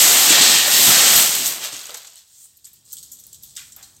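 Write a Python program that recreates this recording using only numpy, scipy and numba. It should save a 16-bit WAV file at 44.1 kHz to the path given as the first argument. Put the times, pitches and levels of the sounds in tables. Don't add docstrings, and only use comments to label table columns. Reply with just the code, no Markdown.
import sys
import numpy as np
from scipy import signal
from scipy.fft import rfft, irfft
from scipy.io import wavfile
from scipy.ndimage import uniform_filter1d
from numba import njit

SR = 44100
rng = np.random.default_rng(int(sys.argv[2]) if len(sys.argv) > 2 else 0)


def generate_wav(signal):
    frames = np.transpose(np.atleast_2d(signal))
    scaled = np.clip(frames, -1, 1) * 32767
    pcm = np.round(scaled).astype(np.int16)
    wavfile.write(sys.argv[1], SR, pcm)


N = 4 * SR

BODY_HZ, RING_HZ, BRIGHT_HZ, SPLINTER_HZ, TOP_HZ = 514, 3240, 6300, 10000, 15900
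TAIL_DB, EARLY_DB = -11.5, -10


def undb(db):
    return 10 ** (np.asarray(db) / 20)


def unit(x):
    return x / np.sqrt(np.mean(x ** 2) + 1e-20)


def even(x):
    return x / np.sqrt(np.abs(uniform_filter1d(x ** 2, size=2600)) + np.mean(x ** 2) / 1000)


def curve(rows, column=1):
    rows = np.array(rows)
    return np.interp(np.arange(N) / SR, rows[:, 0], rows[:, column])


def along(points, hz):
    points = np.array(points)
    return np.interp(np.log(hz + 1), np.log(points[:, 0]), points[:, 1])


def band(hz, low_hz, high_hz, order=6):
    return ((1 + (low_hz / (hz + 1)) ** (2 * order)) * (1 + (hz / high_hz) ** 12)) ** -.5


def resonance(hz, centre_hz, width_hz):
    return (1 + ((hz - centre_hz ** 2 / (hz + 1)) / width_hz) ** 2) ** -.5


def shape(x, gain, size=4096):
    cepstrum = irfft(np.log(gain(np.arange(size // 2 + 1) * SR / size) + 1e-5))
    cepstrum[1:size // 2] *= 2
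    cepstrum[size // 2 + 1:] = 0
    return signal.fftconvolve(x, irfft(np.exp(rfft(cepstrum))))[:len(x)]


def equalise(x, points):
    return shape(x, lambda hz: undb(along(points, hz)))


def add(out, start_s, x):
    i = int(start_s * SR)
    out[i:i + len(x)] += x[:N - i]


@njit
def ring(n, starts, sizes, hz, t60_s):
    out = np.zeros(n)
    for k in range(len(starts)):
        fade = np.log(1000) / (t60_s[k] * SR)
        pole = np.exp(2j * np.pi * hz[k] / SR - fade)
        phasor = sizes[k] * 2 * np.sqrt(fade) + 0j
        for i in range(starts[k], min(n, starts[k] + int(t60_s[k] * SR))):
            phasor *= pole
            out[i] += phasor.imag
    return out


def impacts(per_s, force, low_hz=RING_HZ, high_hz=TOP_HZ, ring_share=0, t60_s=.026, spread_db=1.5):
    n = len(force)
    chance, size, pitch, damping, sign = rng.random((5, n))
    at = np.flatnonzero(chance < per_s / SR)
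    size_db = -spread_db * np.log(.016 + size[at])
    clicks = np.zeros(n)
    clicks[at] = force[at] * np.sign(sign[at] - .5) * undb(size_db)
    pitch_hz = low_hz + (high_hz - low_hz) * pitch[at]
    rings = ring(n, at, clicks[at], pitch_hz, t60_s * 2 ** (3 * (damping[at] - .5)))
    return np.sqrt(1 - ring_share) * clicks + np.sqrt(ring_share) * rings


def rumble():
    # frequency in Hz, relative density in dB.
    spectrum = [(25, 1.5), (60, 2), (130, 0), (200, -6.5), (350, -13.5), (800, -20.5), (2000, -28.5),
                (15000, -42)]
    # time in seconds, level in dB.
    levels = [(0, -46.5), (2.3, -73), (2.6, -68), (3.0, -60), (4.0, -59.5)]
    return unit(equalise(rng.standard_normal(N), spectrum)) * undb(curve(levels))


def room(x):
    # frequency in Hz, reverberation t60 in seconds.
    decay = [(150, 0.16), (600, 0.79), (2000, 0.75), (6000, 0.4), (14000, 0.27)]
    t = np.arange(SR // 2) / SR
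    noise = rfft(rng.standard_normal(len(t)))
    hz = np.arange(len(noise)) * SR / len(t)
    edges_hz = np.append(0, SR / 2 / 2. ** np.arange(7)[::-1])
    tail = np.zeros(len(t))
    for low_hz, high_hz in zip(edges_hz, edges_hz[1:]):
        octave = irfft(noise * (hz >= low_hz) * (hz < high_hz), len(t))
        tail += octave * undb(-60 * t / along(decay, (low_hz + high_hz) / 2))
    early = rng.standard_normal(len(t)) * (rng.random(len(t)) < 2000 / SR)
    early *= np.exp(-t / .014) * (t > .001)
    response = undb(TAIL_DB) * unit(tail * (t > .0039)) + undb(EARLY_DB) * unit(early)
    return signal.fftconvolve(x, response / np.sqrt(len(t)))[:N]


def scattered(x, places=8, hop_s=.004):
    hop = int(hop_s * SR)
    place = np.repeat(rng.integers(0, places, N // hop + 1), hop)[:N]
    shares = [np.abs(uniform_filter1d(1. * (place == k), hop)) for k in range(places)]
    return [room(x * np.sqrt(share)) for share in shares]


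def width(x):
    # frequency in Hz, side gain in dB.
    side_colour = [(100, -60.5), (1300, -57), (2000, -15.5), (2700, -58.5), (6000, -69.5), (8500, -31),
                   (10000, -15.5), (11500, -51), (16000, -60.5)]
    # centre and half length in seconds, low and high edge in Hz, gain in dB.
    widenings = [(0.845, 0.019, 7250, 16000, -4.5), (0.917, 0.015, 6300, 8230, -12.5)]
    t = np.arange(N) / SR
    side = equalise(x, side_colour)
    for centre_s, half_s, low_hz, high_hz, db in widenings:
        window = np.exp(-((t - centre_s) / half_s) ** 4)
        side += undb(db) * window * shape(x, lambda hz: band(hz, low_hz, high_hz))
    return side


def trickle():
    # time in seconds, level in dB.
    levels = [(2.0, -79), (2.34, -50.5), (2.62, -60.5), (2.77, -53.5), (2.83, -63), (2.92, -43), (3.0, -49),
              (3.3, -51.5), (3.41, -54), (3.49, -46), (3.55, -53.5), (3.67, -47.5), (3.75, -55),
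              (3.87, -51), (4.0, -59)]
    # frequency in Hz, relative gain in dB.
    colour = [(400, -26), (1000, -16), (2000, -17), (2700, -15), (3400, -2), (6000, 0), (8200, 6.5),
              (9900, -7.5), (12500, -4), (16000, -7)]
    grains = impacts(per_s=3000, force=np.ones(N), ring_share=.24, t60_s=.014)
    return even(equalise(grains, colour)) * undb(curve(levels))


def swish(width_hz=1200, upper_hz=14000):
    # time in seconds, level in dB, rub pitch in Hz.
    slide = [(2.26, -82, 5980), (2.36, -52, 7090), (2.45, -44.5, 8220), (2.55, -80, 8400)]
    slips = impacts(per_s=3000, force=np.ones(N))
    carrier = np.cos(2 * np.pi * np.cumsum(curve(slide, column=2)) / SR)
    rub = shape(slips, lambda hz: 1 / (1 + (hz / width_hz) ** 2)) * carrier
    upper = shape(slips, lambda hz: resonance(hz, upper_hz, 2 * width_hz) ** 2)
    return (even(rub) + undb(-9) * even(upper)) * undb(curve(slide))


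def knocks(blur_hz=35):
    # start in seconds, level in dB.
    contacts = [(1.891, -45), (1.944, -53.5)]
    # frequency in Hz, relative level in dB, t60 in seconds.
    modes = [(506, -1, 0.29), (750, -6, .16), (976, -1, .25), (1520, -5, 0.23)]
    out, t = np.zeros(N), np.arange(SR // 2) / SR
    for start_s, db in contacts:
        for hz, mode_db, t60_s in modes:
            chatter = np.cumsum(rng.standard_normal(len(t))) * np.sqrt(2 * np.pi * blur_hz / SR)
            phase = 2 * np.pi * hz * t + uniform_filter1d(chatter, size=200)
            add(out, start_s, undb(db + mode_db - 60 * t / t60_s) * np.sin(phase))
    return out


def clinks(decay_s=.0015):
    # start in seconds, level in dB, pitch in Hz.
    landings = [(1.641, -25, 4900), (1.766, -21, 6500), (1.793, -25, 4600), (1.856, -24.5, 6600),
                (1.869, -28, 8200), (1.906, -26.5, 3980), (1.943, -24, 6400), (2.157, -32, 8340),
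                (3.569, -21, 7100)]
    out, t = np.zeros(N), np.arange(SR // 20) / SR
    fall = np.exp(-t / decay_s)
    for start_s, db, pitch_hz in landings:
        snap = fall * rng.standard_normal(len(t))
        crack = shape(snap, lambda hz: resonance(hz, pitch_hz, width_hz=1200))
        add(out, start_s, undb(db) * unit(crack) * np.sqrt(np.mean(fall ** 2)))
    return out


def pane(mode_hz=1846, width_hz=140):
    # time in seconds, level in dB.
    levels = [(.27, -46), (.34, -25.5), (.42, -32), (.56, -26.5), (.8, -34.5), (1.2, -45.5), (1.7, -85)]
    strikes = impacts(per_s=500, force=np.ones(N))
    ringing = shape(strikes, lambda hz: 1 / (1 + (2 * (hz - mode_hz) / width_hz) ** 2))
    return unit(ringing) * undb(curve(levels))


def thuds(rise_s=.00086):
    # start in seconds, level in dB, pitch in Hz, t60 in seconds.
    slabs = [(0.304, -13, 305, 0.057), (0.405, -22, 273, 0.14), (.877, -19, 117, 0.059),
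             (0.89, -10.5, 193, 0.03), (1.154, -26, 91.5, 0.14), (1.728, -33, 320, 0.037)]
    out, t = np.zeros(N), np.arange(SR // 3) / SR
    rise = 1 - np.exp(-t / rise_s)
    for start_s, db, hz, t60_s in slabs:
        add(out, start_s, undb(db - 60 * t / t60_s) * np.sin(2 * np.pi * hz * t) * rise)
    return out


def burst(crumble_s, bands, snap_s=.00032, rise_s=.00033):
    def gain(hz):
        power = 0
        for k, (low_hz, high_hz, db) in enumerate(bands):
            passed = undb(db) * band(hz, low_hz, high_hz, order=6 if k else 3)
            power += passed ** 2 * SR / 2 / (high_hz - low_hz)
        return np.sqrt(power)

    t = np.arange(SR // 4) / SR
    fall = np.exp(-t / crumble_s)
    grit = impacts(per_s=3000, force=fall, low_hz=BODY_HZ, ring_share=.43, spread_db=2.5)
    grit = unit(grit) * np.sqrt(np.mean(fall ** 2))
    snap = undb(2.5) * np.exp(-t / snap_s) * rng.standard_normal(len(t))
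    return shape((grit + snap) * (1 - np.exp(-t / rise_s)), gain)


def fragments():
    # start in seconds, level in dB, body and splinters in relative dB,
    # crumbling time in seconds, low edge in Hz.
    pieces = [(.295, -12.5, -6, -6, 0.032, 2000), (.322, -14.5, -1, -18, 0.03, 2000),
              (0.412, -9.5, -24, -20, 0.03, 2000), (0.677, -21, -11, 9.5, 0.0042, 1500),
              (.712, -18.5, -11, -14, 0.052, 905), (1.158, -15, -17, 4, 0.024, 1500),
              (1.35, -14, -10, -4, 0.0066, 1190), (1.457, -19, -32, -2, 0.019, 1200),
              (1.724, -37, -17, -10, 0.0068, 400), (1.893, -37, 7, -9, 0.006, 500),
              (1.944, -29.5, -5, -6, 0.008, 498), (1.969, -33.5, -12, -3, 0.0093, 508),
              (2.046, -40.5, -3, -13, .01, 910), (2.07, -37, -18, -21, 0.0093, 905),
              (2.166, -43.5, -17, -8, 0.031, 1500), (2.457, -55, 4.5, -6.5, 0.0025, 900),
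              (2.655, -54.5, -5, -6, 0.042, 1590), (3.553, -42, -18, -4, .007, 2200),
              (3.563, -30.5, -13, -11, 0.0084, 2030), (3.574, -36, -1.5, -11, 0.039, 1970),
              (3.766, -52, 2.5, -2, 0.068, 750), (3.827, -37, -22, -10, 0.015, 1100)]
    # start in seconds, level in dB, lower ring and splinters in relative dB,
    # crumbling time in seconds.
    cracks = [(2.569, -49.5, -6, 6, 0.004), (2.644, -32, -14, -16, 0.0031),
              (2.651, -36.5, -12.5, -18, 0.0076), (2.669, -49, -8, 6, .012), (2.731, -55, -10, 12, .01),
              (2.852, -51.5, -15.5, -7, 0.025), (2.921, -31, -20, 0, .001), (2.929, -24, -15, 9.5, 0.001),
              (2.935, -29.5, -13, 1, 0.004), (2.968, -35.5, -3, -6, 0.0059), (2.977, -40.5, -3, -8, 0.023),
              (3.028, -39, -7, -3, 0.019), (3.116, -37.5, -19, 1, 0.021), (3.187, -45, -8, -3, 0.012),
              (3.198, -43, -20, 4, 0.0066), (3.238, -34.5, -13, -5, 0.0018), (3.267, -43, -4, 14.5, 0.0019),
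              (3.329, -33, -11, -6, 0.0028), (3.341, -40, -4, -10, 0.012), (3.426, -42.5, -8, 8, 0.001),
              (3.433, -41.5, -2, 6.5, 0.013), (3.720, -38.5, -9, -14, 0.0082), (3.762, -42, 0, 15, 0.002),
              (3.965, -43.5, -14, -8, .004)]
    # frequency in Hz, gain in dB.
    colour = [(500, 0), (1300, -1), (2000, -3), (2700, -4.5), (3600, 1), (5200, -1.5), (8000, 5),
              (8900, -3.5), (9900, -16), (11500, 2.5), (13000, 2.5), (16000, -7.5)]
    out = np.zeros(N)
    for start_s, db, body_db, splinter_db, crumble_s, low_hz in pieces:
        bands = [(low_hz, RING_HZ, body_db), (RING_HZ, SPLINTER_HZ, 0),
                 (SPLINTER_HZ, TOP_HZ, splinter_db)]
        add(out, start_s, undb(db) * burst(crumble_s, bands))
    for start_s, db, ring_db, splinter_db, crumble_s in cracks:
        bands = [(2 * BODY_HZ, RING_HZ, -29), (RING_HZ, BRIGHT_HZ, ring_db),
                 (BRIGHT_HZ, SPLINTER_HZ, 0), (SPLINTER_HZ, TOP_HZ, splinter_db)]
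        add(out, start_s, undb(db) * burst(crumble_s, bands))
    return equalise(out, colour)


def shower(thinning=.6):
    # time in seconds, then level in dB of crumbs, shards, chunks, splinters, floor.
    flows = [(0.0, -9.5, -14.5, -21.5, -14.5, -39.5), (0.09, -13, -16.5, -22.5, -17.5, -32.5),
             (0.26, -14.5, -17, -24.5, -18.5, -37.5), (0.31, -13, -14, -22, -24, -28),
             (0.33, -15.5, -13.5, -20.5, -23, -34.5), (0.53, -13.5, -14, -23.5, -21.5, -32.5),
             (0.65, -19.5, -19, -27.5, -26, -44), (0.7, -19.5, -21.5, -24.5, -21.5, -39),
             (0.74, -14.5, -15.5, -27.5, -19, -36.5), (0.85, -14, -15.5, -24.5, -15.5, -32),
             (0.89, -12, -15, -21.5, -14.5, -27), (0.93, -13, -14.5, -21.5, -18.5, -34),
             (1.07, -12, -16, -22.5, -20, -33.5), (1.2, -13.5, -16.5, -24, -16, -34),
             (1.3, -19.5, -25, -32, -25, -43.5), (1.43, -24.5, -26.5, -37, -29, -41),
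             (1.47, -23, -28.5, -35, -24.5, -45), (1.6, -36, -38, -41.5, -41.5, -50.5),
             (1.65, -27, -29, -35, -34.5, -54), (1.71, -39.5, -40, -46, -46.5, -61.5),
             (1.73, -32.5, -36, -44, -43.5, -47.5), (1.85, -40.5, -42.5, -50.5, -46.5, -66),
             (1.94, -43.5, -45, -49, -49.5, -66), (2.21, -53, -58, -73.5, -63.5, -95),
             (2.27, -69.5, -69, -82, -72, -85.5)]
    # frequency in Hz, relative density in dB.
    spectrum = [(30, -31), (60, -23.5), (100, -19), (180, -9.5), (290, -7), (430, -6.5), (700, -3),
                (1100, -4), (1900, -0.5), (2450, -1), (3000, 2), (4000, 1.5), (5300, 0), (7000, 2),
                (8200, 3), (9900, -15), (12300, -6.5), (14800, -12.5), (16000, -18)]
    # low and high edge in Hz, trim in dB, impacts per second at full flow,
    # ringing share 0-1, median t60 in seconds (sign ignored).
    crumbs = (5510.5, 9817.5, -1, 7003.5, 0.24, 0.56)
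    shards = (2603.5, 5494.5, 0, 4502, 0.33, -0.12)
    chunks = (390, 2619, 1, 2501, 0.37, 0.5)
    splinters = (9812.5, 16498.5, 1.8, 5300, 0.17, 0.9)
    floor = (34, 394, -0.5, 491, 0.5, 1.5)
    out, force = np.zeros(N), np.ones(N)
    for column, kind in enumerate([crumbs, shards, chunks, splinters, floor], start=1):
        low_hz, high_hz, trim_db, full_per_s, ring_share, t60_s = kind
        flow = undb(curve(flows, column))
        per_s = full_per_s * (flow / flow.max()) ** thinning
        colour = lambda hz: band(hz, low_hz, high_hz) * undb(along(spectrum, hz))
        for ringing, share in ((0, 1 - ring_share), (1, ring_share)):
            hits = impacts(per_s, force, low_hz, high_hz, ringing, abs(t60_s), spread_db=2.5)
            out += undb(trim_db) * flow * np.sqrt(share) * even(shape(hits, colour))
    return out


def scene():
    loose = shower() + pane() + fragments() + clinks() + swish() + trickle()
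    slabs = thuds() + knocks()
    echoes = scattered(loose)
    echo_power = undb(TAIL_DB) ** 2 + undb(EARLY_DB) ** 2
    mid = (loose + sum(echoes) + slabs + room(slabs)) / np.sqrt(1 + echo_power) + rumble()
    side = width(sum(echoes[::2]) - sum(echoes[1::2])) / np.sqrt(echo_power)
    return np.array([mid + side, mid - side])


def record(dry):
    ceiling, bass_cut_hz = .92, 65
    rounded = ceiling * np.tanh(dry / ceiling)
    high_passed = signal.sosfilt(signal.butter(2, bass_cut_hz, "high", fs=SR, output="sos"), rounded)
    return signal.sosfilt(signal.ellip(10, .2, 80, TOP_HZ, fs=SR, output="sos"), high_passed)


dry = scene()
out = record(dry)
generate_wav(out)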